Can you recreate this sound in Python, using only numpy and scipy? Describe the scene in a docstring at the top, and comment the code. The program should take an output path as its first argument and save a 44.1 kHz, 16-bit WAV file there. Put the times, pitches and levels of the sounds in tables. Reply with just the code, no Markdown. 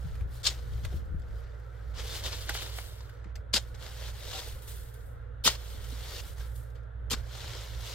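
"""Hoe chopping crusted snow

A steel hoe chops four times into crusted snow and drags the lumps away, a few steps from a hand-held camera.
Snow is dense random grain clicks, filtered into crunch, dull lumps and powder; cracks and chops ring the blade.
Lumps and handling bumps are soft damped tones. A far engine drones as low tones and a roar of coloured noise;
wind buffets the two microphones as low noise in gusts."""
import sys
import numpy as np
from scipy import signal
from scipy.fft import rfft, irfft, next_fast_len
from scipy.io import wavfile
from scipy.ndimage import uniform_filter1d

SR = 44100
rng = np.random.default_rng(int(sys.argv[2]) if len(sys.argv) > 2 else 0)


def put_to_file(sound):
    """Save the sound as 16-bit audio at rate SR, in the file named by the first command-line argument."""
    columns = np.atleast_2d(sound).T  # one column per channel
    safe = np.clip(columns, -1, 1)
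    whole_steps = np.round(safe * 32767)
    wavfile.write(sys.argv[1], SR, whole_steps.astype(np.int16))


N = 350154  # length in samples


def amp(db):
    """Decibels to gain."""
    return 10 ** (np.asarray(db) / 20)


def evened(x):
    """Scales to rms 1."""
    return x / np.sqrt(np.mean(x ** 2) + 1e-20)


def smooth_noise(shape, size):
    """Slowly wandering noise of rms 1: white noise averaged twice over a window of size samples."""
    noise = rng.standard_normal(shape)
    return evened(uniform_filter1d(uniform_filter1d(noise, size=size), size=size))


def read(points, hz):
    """Reads a (frequency, value) table on a log-frequency axis."""
    f, value = np.transpose(points)
    return np.interp(np.log(hz + 1), np.log(f + 1), value)


def columns(tables):
    """Per-sample values of every column, and a mask that is 1 while a table lasts."""
    t = np.arange(N) / SR
    s, *values = np.vstack(tables).T
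    on = sum((t >= rows[0][0]) & (t < rows[-1][0]) for rows in tables)
    soft_on = uniform_filter1d(on * 1., size=44)  # 1 ms edges
    return soft_on, [np.interp(t, s, v) for v in values]


def add(mix, at, sound):
    """Mixes a sound in at a sample index."""
    mix[:, at:at + sound.shape[1]] += sound


def pair(near, far, gain, same, lag_s=0, lead=((0, 0), (1, 0)), patchy_db=0, pitched_db=0, size=256):
    """Colours two signals and mixes them into left and right of given likeness and delay."""
    overlap = size * 3 // 4
    hz, t, (a, b) = signal.stft([near, far], SR, nperseg=size, noverlap=overlap)
    same = np.clip(read(same, hz), 0, 1)[:, None]
    lag_now = np.interp(t * SR, np.arange(N), lag_s * np.ones(N))
    late = np.exp(-2j * np.pi * hz[:, None] * lag_now)  # the right side hears it later
    late *= np.exp(-1j * read(lead, hz))[:, None]
    wide, narrow = rng.standard_normal((2, *a.shape))
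    wide = uniform_filter1d(uniform_filter1d(wide, size=5, axis=0), size=16, axis=1)  # drifting patches
    narrow = uniform_filter1d(narrow, size=14, axis=1)  # short grains that each favour one pitch
    mottle = evened(amp(patchy_db * evened(wide) + pitched_db * evened(narrow)))
    left_right = np.array([a, late * same * a + np.sqrt(1 - same ** 2) * b])
    coloured = left_right * gain(hz)[:, None] * mottle
    return signal.istft(coloured, SR, nperseg=size, noverlap=overlap)[1][:, :N]


def grains(per_s, spread_db, clumps):
    """Two trains of tiny fractures, mostly small and a few large, coming in clumps."""
    size = amp(spread_db * np.minimum(rng.exponential(1, (2, N)), 4)) * rng.standard_normal((2, N))
    struck = rng.random((2, N)) < per_s / SR
    return evened(size * struck * clumps)


def snow(levels, colour, same, rates, spread_db, flicker_db, patchy_db, pitched_db):
    """Breaking snow in three registers: crunch through the blade, dull lumps and fine powder."""
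    # where the blade is: (time [s], delay of the right microphone [microseconds])
    blade_lag = [(0, 27), (1.5, -7), (2.002, -20), (2.898, -111), (3.5, 24.5), (5.401, 71), (6.3, 13),
                 (7.099, 31), (7.94, -2)]
    lag_s = np.interp(np.arange(N) / SR, *np.transpose(blade_lag)) * 1e-6
    clumps = amp(flicker_db * smooth_noise(N, 200))  # all registers break together for some milliseconds
    out = np.zeros((2, N))
    bands_hz = [(2300, 8200), (250, 2300), (8200, 17000)]  # crunch, lumps, powder
    for level, (lo, hi), per_s in zip(levels, bands_hz, rates):
        def gain(hz):
            edges = 1 / np.sqrt((1 + (lo / (hz + 1)) ** 12) * (1 + (hz / hi) ** 12))
            shape = amp(read(colour, hz)) * edges
            return shape / np.sqrt(np.mean(shape ** 2))
        near, far = level * grains(per_s, spread_db, clumps)
        out += pair(near, far, gain, same, lag_s, patchy_db=patchy_db, pitched_db=pitched_db)
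    return out


def registers(on, crunch_db, lumps_db, powder_db):
    """Gains of the three registers from a crunch level and two offsets."""
    return on * amp([crunch_db, crunch_db + lumps_db, crunch_db + powder_db])


def drag():
    """Loose snow dragged, sliding and trickling: finer grains, spread wide between the microphones."""
    # one table a movement: (time [s], crunch level [dB], powder re crunch [dB])
    movements = [
        [(0.0, -66, 0), (0.038, -62, -3.5), (0.218, -66.5, -5), (0.262, -77.5, -2), (0.348, -59.5, 3),
         (0.425, -62, -2)],
        [(0.5, -40.5, -10), (0.562, -58, -3), (0.598, -55.5, -8), (0.618, -63.5, -3), (0.83, -61.5, -3),
         (0.852, -50, -15), (0.866, -60.5, -10), (0.966, -59, 0), (1.05, -74, -7)],
        [(1.05, -71, 0), (1.134, -79, -7), (1.154, -77, -8), (1.39, -66.5, -2.5), (1.458, -69, -11),
         (1.682, -74, -4.5), (1.93, -67, -6)],
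        [(1.93, -72, -9), (1.946, -55.5, -12), (1.994, -43, -13), (2.034, -48, -7), (2.174, -39, -7.5),
         (2.222, -50.5, -6), (2.262, -35, -11), (2.306, -46.5, -7), (2.33, -40, -10), (2.406, -49.5, -4),
         (2.416, -45, -6), (2.466, -52.5, -2), (2.498, -37, -23), (2.53, -47, -8), (2.546, -38, -4),
         (2.6, -42.5, -13)],
        [(2.6, -42, -7), (2.736, -51, -5), (2.774, -47.5, -1), (2.87, -55, 0), (3.172, -70.5, -7),
         (3.306, -76, -28), (3.33, -84, -9)],
        [(3.6, -58, -1), (3.644, -63.5, -1), (3.738, -68.5, -1), (3.75, -55, -12), (3.766, -66, -3),
         (3.83, -48, -9), (3.948, -54, -4), (4.09, -46, -8.5), (4.124, -56.5, -3.5), (4.394, -39, -9.5),
         (4.428, -48, -5), (4.488, -49, -2), (4.62, -65, 3)],
        [(4.62, -59, 5), (4.668, -64, 5), (4.68, -52.5, 5.5), (4.912, -67.5, 5), (4.934, -67, 2),
         (5.092, -75, 9), (5.3, -85, -12.5)],
        [(5.5, -35.5, -6), (5.558, -47, -10.5), (5.568, -55, -4), (5.732, -53.5, -1), (5.794, -56.5, -5),
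         (5.828, -55.5, -0.5), (6.002, -51, -5), (6.192, -44, -6.5), (6.204, -44, -8), (6.216, -56, 0),
         (6.29, -54.5, 0.5), (6.354, -64, 3), (6.36, -76, -2)],
        [(6.36, -63.5, -1), (6.406, -53, -4.5), (6.542, -71, 6.5), (6.558, -64.5, 10), (6.722, -77.5, 2.5),
         (6.742, -87, 8), (6.754, -65, -7), (6.9, -103, -8)],
        [(7.165, -55, -4), (7.193, -57, -5), (7.231, -64, -5), (7.349, -48.5, -9), (7.575, -46.5, -10),
         (7.755, -53.5, -5.5), (7.819, -50, -7), (7.861, -44.5, -9), (7.94, -44, -9)],
    ]
    # spectrum of sliding snow: (frequency [Hz], relative density [dB per Hz])
    colour = [(180, -25), (300, -12), (360, -11), (485, 0), (633, -15), (825, -7), (942, -17.5),
              (1040, -11.5), (2200, -11), (2420, -15), (3100, -9), (3670, -8.5), (5300, -12.5), (7600, -17),
              (9450, -21), (10600, -24.5), (12300, -19), (15800, -24.5)]
    # left-right match: (frequency [Hz], likeness [0 to 1])
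    same = [(300, 0.39), (1700, 0.66), (3800, 0.59), (6000, 0.41), (8000, 0.096), (15800, .1)]
    on, (crunch_db, powder_db) = columns(movements)
    # lumps follow the crunch, less steeply, and trickling powder carries few of them
    lumps_level_db = -53 + 0.55 * (crunch_db + 47.5) - 0.28 * powder_db
    levels = registers(on, crunch_db, lumps_level_db - crunch_db, powder_db)
    grains_per_s = [9000, 3500, 12000]
    return snow(levels, colour, same, grains_per_s, spread_db=0.67, flicker_db=0.78,
                patchy_db=0.6, pitched_db=2.0)


def engine_tones():
    """Two low orders of the far engine's firing rate, and a second, weaker low tone."""
    # engine speed and tones: (time [s], firing rate [Hz], firing level [dB], second multiple level [dB])
    firing = [(0, 60.65, -33.5, -52), (.4, 59.68, -44, -49.5), (.75, 59.83, -35.5, -48.5),
              (1.15, 59.66, -42.5, -51), (1.6, 58.92, -47.5, -52.5), (1.9, 58.52, -40.5, -54),
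              (2.6, 58.07, -42.5, -55), (3.3, 59.2, -43.5, -56), (4.5, 58.6, -44, -51.5),
              (5.5, 58.15, -44, -52), (6.3, 58.96, -43, -55), (6.8, 58.9, -40.5, -50.5),
              (7.4, 59.84, -46, -47.5), (7.65, 56.8, -41, -48), (7.94, 57.7, -40.5, -48.5)]
    # the second low tone: (time [s], frequency [Hz], level [dB])
    drone = [(1.3, 104.9, -58), (1.8, 102, -51.5), (2.4, 100.1, -48.5), (4, 100.7, -55), (5.5, 98.1, -55),
             (6.7, 104.1, -53.5), (7.2, 106.2, -54), (7.94, 105.2, -53)]
    _, (hz, first_db, second_db) = columns([firing])
    turn = 2 * np.pi * np.cumsum(hz) / SR
    first, second = amp(2.54 * smooth_noise((2, N), 3000))  # moving air makes the far tones swell and sink
    on, (drone_hz, drone_db) = columns([drone])
    tones = amp(first_db) * first * np.sin(turn)
    tones += amp(second_db) * second * np.sin(2 * turn + 1.3)
    tones += on * amp(drone_db) * np.sin(2 * np.pi * np.cumsum(drone_hz) / SR)
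    return np.sqrt(2) * tones  # levels are rms


def engine_roar():
    """Smooth noise with the humps of the engine's exhaust."""
    # roar spectrum: (frequency [Hz], relative density [dB per Hz])
    colour = [(100, -33), (150, -22.5), (200, -15.5), (330, -15.5), (470, -0.5), (600, -6), (800, -13.5),
              (1150, -15.5), (1400, -7), (1800, -16.5), (2400, -32), (3600, -31), (5000, -47), (15800, -55)]
    # left-right match: (frequency [Hz], likeness [0 to 1])
    same = [(130, 0.65), (350, 0.37), (500, .8), (900, 0.17), (1400, 0.43), (3000, 0.69), (6000, .1)]
    # phase between the microphones: (frequency [Hz], lead of the left [radians])
    lead = [(200, 2.2), (500, 1.55), (900, 4.2), (1400, -1.1), (2500, 0.23)]
    roar = pair(*rng.standard_normal((2, N)), lambda hz: amp(read(colour, hz)), same, lead=lead,
                patchy_db=0.5, pitched_db=2.5, size=1024)
    return amp(-56) * evened(roar)


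def wind():
    """Lumpy low buffeting, partly alike at both microphones, stronger on the windward left."""
    # gust strength: (time [s], level [dB])
    gusts = [(0.0, -50), (0.26, -40), (0.4, -50.5), (0.7, -44), (0.97, -38.5), (1.08, -49), (1.15, -34.5),
             (1.25, -44.5), (1.7, -56), (1.99, -43.5), (3.01, -49.5), (3.71, -48), (5.2, -48.5),
             (5.42, -45), (5.68, -46.5), (6.19, -46.5), (6.9, -52.5), (7.14, -39), (7.3, -48.5),
             (7.94, -48)]
    # buffeting spectrum: (frequency [Hz], relative density [dB per Hz])
    colour = [(15, -16.5), (30, 8), (45, 1), (80, 6.5), (110, -2), (150, -13.5), (250, -21), (500, -31),
              (900, -65)]
    # balance of the wind: (time [s], left minus right [dB])
    balance = [(0, 18), (1.3, 12), (2.5, 1), (4, 6), (7.94, 0.5)]
    gust = amp(columns([gusts])[1][0] + 2.3 * smooth_noise(N, 2500))
    lean_db = columns([balance])[1][0] / 2
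    same = [(20, 0.85), (80, 0.58), (200, 0.83)]  # (frequency [Hz], likeness [0 to 1])
    flow = pair(*rng.standard_normal((2, N)), lambda hz: amp(read(colour, hz)), same, size=4096)
    return gust * amp([lean_db, -lean_db]) * evened(flow)


def knock(s, db, hz, rise, t60, lean_db, second):
    """A soft, damped tone with a weaker partner of chance pitch and phase."""
    t = np.arange(SR // 2) / SR
    ratio, turn = second
    partner_hz = hz * (1.7 + 0.383 * ratio)
    tone = np.sin(2 * np.pi * hz * t) + .5 * np.sin(2 * np.pi * (partner_hz * t + turn))
    decay = amp(db - 60 * np.maximum(t - rise, 0) / max(t60, .01))
    shape = np.minimum(t / max(rise, .001), 1) * decay
    return round(s * SR), amp([[lean_db / 2], [-lean_db / 2]]) * shape * tone


def bumps():
    """Low thumps through the camera body as it is handled, louder at the left port."""
    # handling thumps: (time [s], level [dB], pitch [Hz], rise [s], t60 [s])
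    thumps = [(0.045, -29.5, 75.3, 0.0059, 0.19), (0.202, -28.5, 60, 0.017, 0.28),
              (0.482, -37.5, 62.4, 0.014, 0.29), (0.689, -33, 62, 0.087, 0.12),
              (.935, -29, 71.2, 0.0137, 0.23), (1.14, -29.5, 78, 0.0061, 0.081)]
    out = np.zeros((2, N + SR))
    for row, second in zip(thumps, rng.random((len(thumps), 2))):
        add(out, *knock(*row, lean_db=11, second=second))
    return out[:, :N]


def cracks():
    """Gains of single cracks: a rise of a few milliseconds, a short spray and a faint patter of crumbs."""
    # cracks of crust and ice: (time [s], crunch level [dB], lumps re crunch [dB], powder re crunch [dB])
    breaks = [(0.152, -52, 7, 4), (0.207, -60, 13.5, 5), (0.4448, -41, -16, -21), (0.4675, -16, -20, -22),
              (0.7322, -47.5, -14, -8), (0.848, -35.5, 0.5, -2.5), (1.195, -60, -10, 3),
              (1.2171, -55, -5, -23), (1.596, -65, 10, 6), (1.9751, -48, -9, -24), (2.2358, -31, -19, -21),
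              (2.326, -31.5, -10, -20), (2.4915, -30, 6.5, 1.5), (2.548, -33.5, 8.5, 0),
              (2.6188, -32, 1.5, -6), (2.6591, -47, 8, -11), (2.784, -46, 14, 8), (3.0042, -44, 1, -21),
              (3.0924, -52.5, 8.5, 1), (3.241, -53.5, 4, -10), (3.3544, -41, -1, -5), (3.3604, -53, 9, -8),
              (3.5334, -18.5, -24, -25), (3.5375, -13, -11.5, -18), (3.5507, -33, -18, -23),
              (3.7475, -46, -12, -21), (3.861, -40, 1, -21), (4.6765, -43, -7, -5),
              (4.938, -48.5, -11, 6.5), (5.0046, -55, -7, -7), (5.444, -20.5, -24, -13),
              (5.461, -16, -15, -15.5), (5.4734, -17.5, -0.5, -28), (5.4853, -16.5, -6, -17),
              (5.5507, -35, -18, -14), (5.5575, -48, -18, -23), (5.84, -40.5, -3, -17),
              (6.0926, -40, -23, -19), (6.406, -53, 12, -15), (6.558, -50, -13, 3), (6.701, -59, -15, 2),
              (6.7543, -58.5, -3, -17), (6.8294, -62.5, 0, -6), (7.1056, -23, -20, -8),
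              (7.1163, -25, -13.5, -20), (7.135, -28, 2.5, -21.5)]
    power = np.zeros((3, N + SR))
    t = np.arange(SR // 4) / SR
    spray = amp(-60 * t / 0.023)  # t60 23 ms
    patter = amp(-21 - 60 * t / 0.18)  # t60 180 ms
    shape = np.minimum(t / 0.0044, 1) * (spray + patter)
    for s, *levels_db in breaks:
        add(power, round(s * SR), registers(shape[None], *np.array(levels_db)[:, None]) ** 2)
    return np.sqrt(power[:, :N])


def chop(start, entry_db, bite_s, stop_db, lumps_db, powder_db):
    """Corner points of one blow: first contact, entry, stop, end of the fall."""
    entry_s, entry_rise_db, fall_s, fall_db = 0.016, 14.5, .035, 29
    lumps_gain_db = 0.5  # lumps grow as the blade digs in
    early_powder_db = powder_db + 5  # powder sprays mostly at first contact
    stop = start + max(bite_s, 2 * entry_s)
    return [(start, entry_db - entry_rise_db, lumps_db, early_powder_db),
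            (start + entry_s, entry_db, lumps_db, early_powder_db),
            (stop, stop_db, lumps_db + .5 * lumps_gain_db, powder_db),
            (stop + fall_s, stop_db - fall_db, lumps_db + lumps_gain_db, powder_db)]


def ring(x):
    """The steel blade rings briefly at its modes, each decaying faster the wider it is."""
    # steel modes, damped by snow: (frequency [Hz], width [Hz], relative level [dB])
    blade_modes = [(3260, 89, -4.5), (3735, 45, -0.5), (4350, 72, -5), (4920, 180, 4.5), (5357, 62, 3.5),
                   (6710, 110, -2), (7680, 52, 0)]
    t = np.arange(2000) / SR
    modes = sum(amp(db) * np.exp(-np.pi * width * t) * np.sin(2 * np.pi * hz * t)
                for hz, width, db in blade_modes)
    return signal.oaconvolve(x, modes[None] / np.linalg.norm(modes), axes=1)[:, :N]


def blows():
    """Chops and cracks: snow breaking at one spot and shaking the blade."""
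    # the blade bites, crunches on until it stops, then the sound falls away: (start [s], entry level [dB],
    # bite length [s], stop level [dB], lumps re crunch at entry [dB], powder re crunch at the stop [dB])
    bites = [(0.431, -36, 0.046, -24.5, -11, -16.5), (3.53, -30, 0.046, -30, -8, -10.5),
             (5.439, -24.5, 0.041, -22, -11, -11.5), (7.1, -33, 0.033, -32.5, -6.5, -6)]
    # spectrum of chopped snow: (frequency [Hz], relative density [dB per Hz])
    colour = [(180, -51), (300, -16.5), (366, -20.5), (536, -8.5), (665, -13), (974, -14), (1400, -10),
              (2390, -10), (3440, 0), (4870, -1.5), (5650, -2), (7490, -4), (10600, -10), (11900, -6.5),
              (15800, -14)]
    # left-right match: (frequency [Hz], likeness [0 to 1])
    same = [(300, 1), (1700, 0.83), (4500, 0.37), (7500, 0.58), (9500, 0.12), (15800, 0.6)]
    on, blow_db = columns([chop(*row) for row in bites])
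    levels = np.hypot(registers(on, *blow_db), cracks())
    grains_per_s = [15000, 8000, 20000]
    broken = snow(levels, colour, same, grains_per_s, spread_db=1.0, flicker_db=-1.1,
                  patchy_db=1.44, pitched_db=2.5)
    return broken + amp(-12) * ring(broken)


def lumps():
    """Short dull knocks of the blade stopping and of lumps dropping in the snow."""
    # knocks: (time [s], level [dB], pitch [Hz], t60 [s], left minus right [dB])
    drops = [(0.923, -43.5, 407, 0.033, 0.0), (0.939, -36.5, 162, 0.052, 3), (0.962, -38, 169, 0.019, 1.0),
             (1.144, -47, 181, 0.025, 24), (1.998, -46, 425, 0.083, 7), (2.048, -45, 445, 0.076, 5),
             (2.331, -44, 482, 0.077, -6), (2.488, -39.5, 820, 0.12, -2), (2.782, -46, 702, 0.049, 1),
             (3.256, -47.5, 180, 0.1, 20), (3.54, -35, 218, 0.093, -7), (3.56, -40, 177, 0.037, -10),
             (4.276, -47.5, 510, 0.085, -5.5), (4.345, -43.5, 768, 0.23, -3), (4.384, -43.5, 490, 0.11, -2),
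             (4.472, -45, 478, 0.075, -1), (4.558, -52, 540, 0.081, 6), (5.457, -31, 238, 0.067, -3.5),
             (5.462, -34.5, 176, 0.091, -3), (5.471, -35, 517, 0.054, -8), (5.743, -51, 238, 0.08, 2),
             (5.923, -42, 256, 0.061, -1), (7.114, -41, 247, 0.079, -6), (7.132, -33.5, 235, 0.049, -7),
             (7.549, -43.5, 476, 0.066, -1), (7.894, -49, 510, 0.07, 6)]
    out = np.zeros((2, N + SR))
    for (s, db, hz, t60, lean_db), second in zip(drops, rng.random((len(drops), 2))):
        add(out, *knock(s, db, hz, .004, t60, lean_db, second))
    return out[:, :N]


def scene():
    """Everything that reaches the microphones."""
    hoe = drag() + blows() + lumps()
    engine = engine_tones() + engine_roar()
    return hoe + engine + wind() + bumps()


def record(dry):
    """The two microphone ports lean left or right by frequency; then the band limit."""
    # balance of the ports: (frequency [Hz], left minus right [dB])
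    ports = [(60, -5), (350, -3.5), (1000, -1), (2400, 2), (4400, 5.5), (6000, -1), (8000, -2),
             (10000, -5.5), (11500, 1), (15500, 0.5)]
    size = next_fast_len(N + 4096)
    lean_db = read(ports, np.fft.rfftfreq(size, 1 / SR)) / 2
    tilted = irfft(rfft(dry, size) * amp([lean_db, -lean_db]), size)[:, :N]
    edge_hz = 15870
    low_pass = signal.firwin(1023, edge_hz, window=("kaiser", 9), fs=SR)
    return signal.oaconvolve(tilted, low_pass[None], "same")


dry = scene()
out = record(dry)
put_to_file(out)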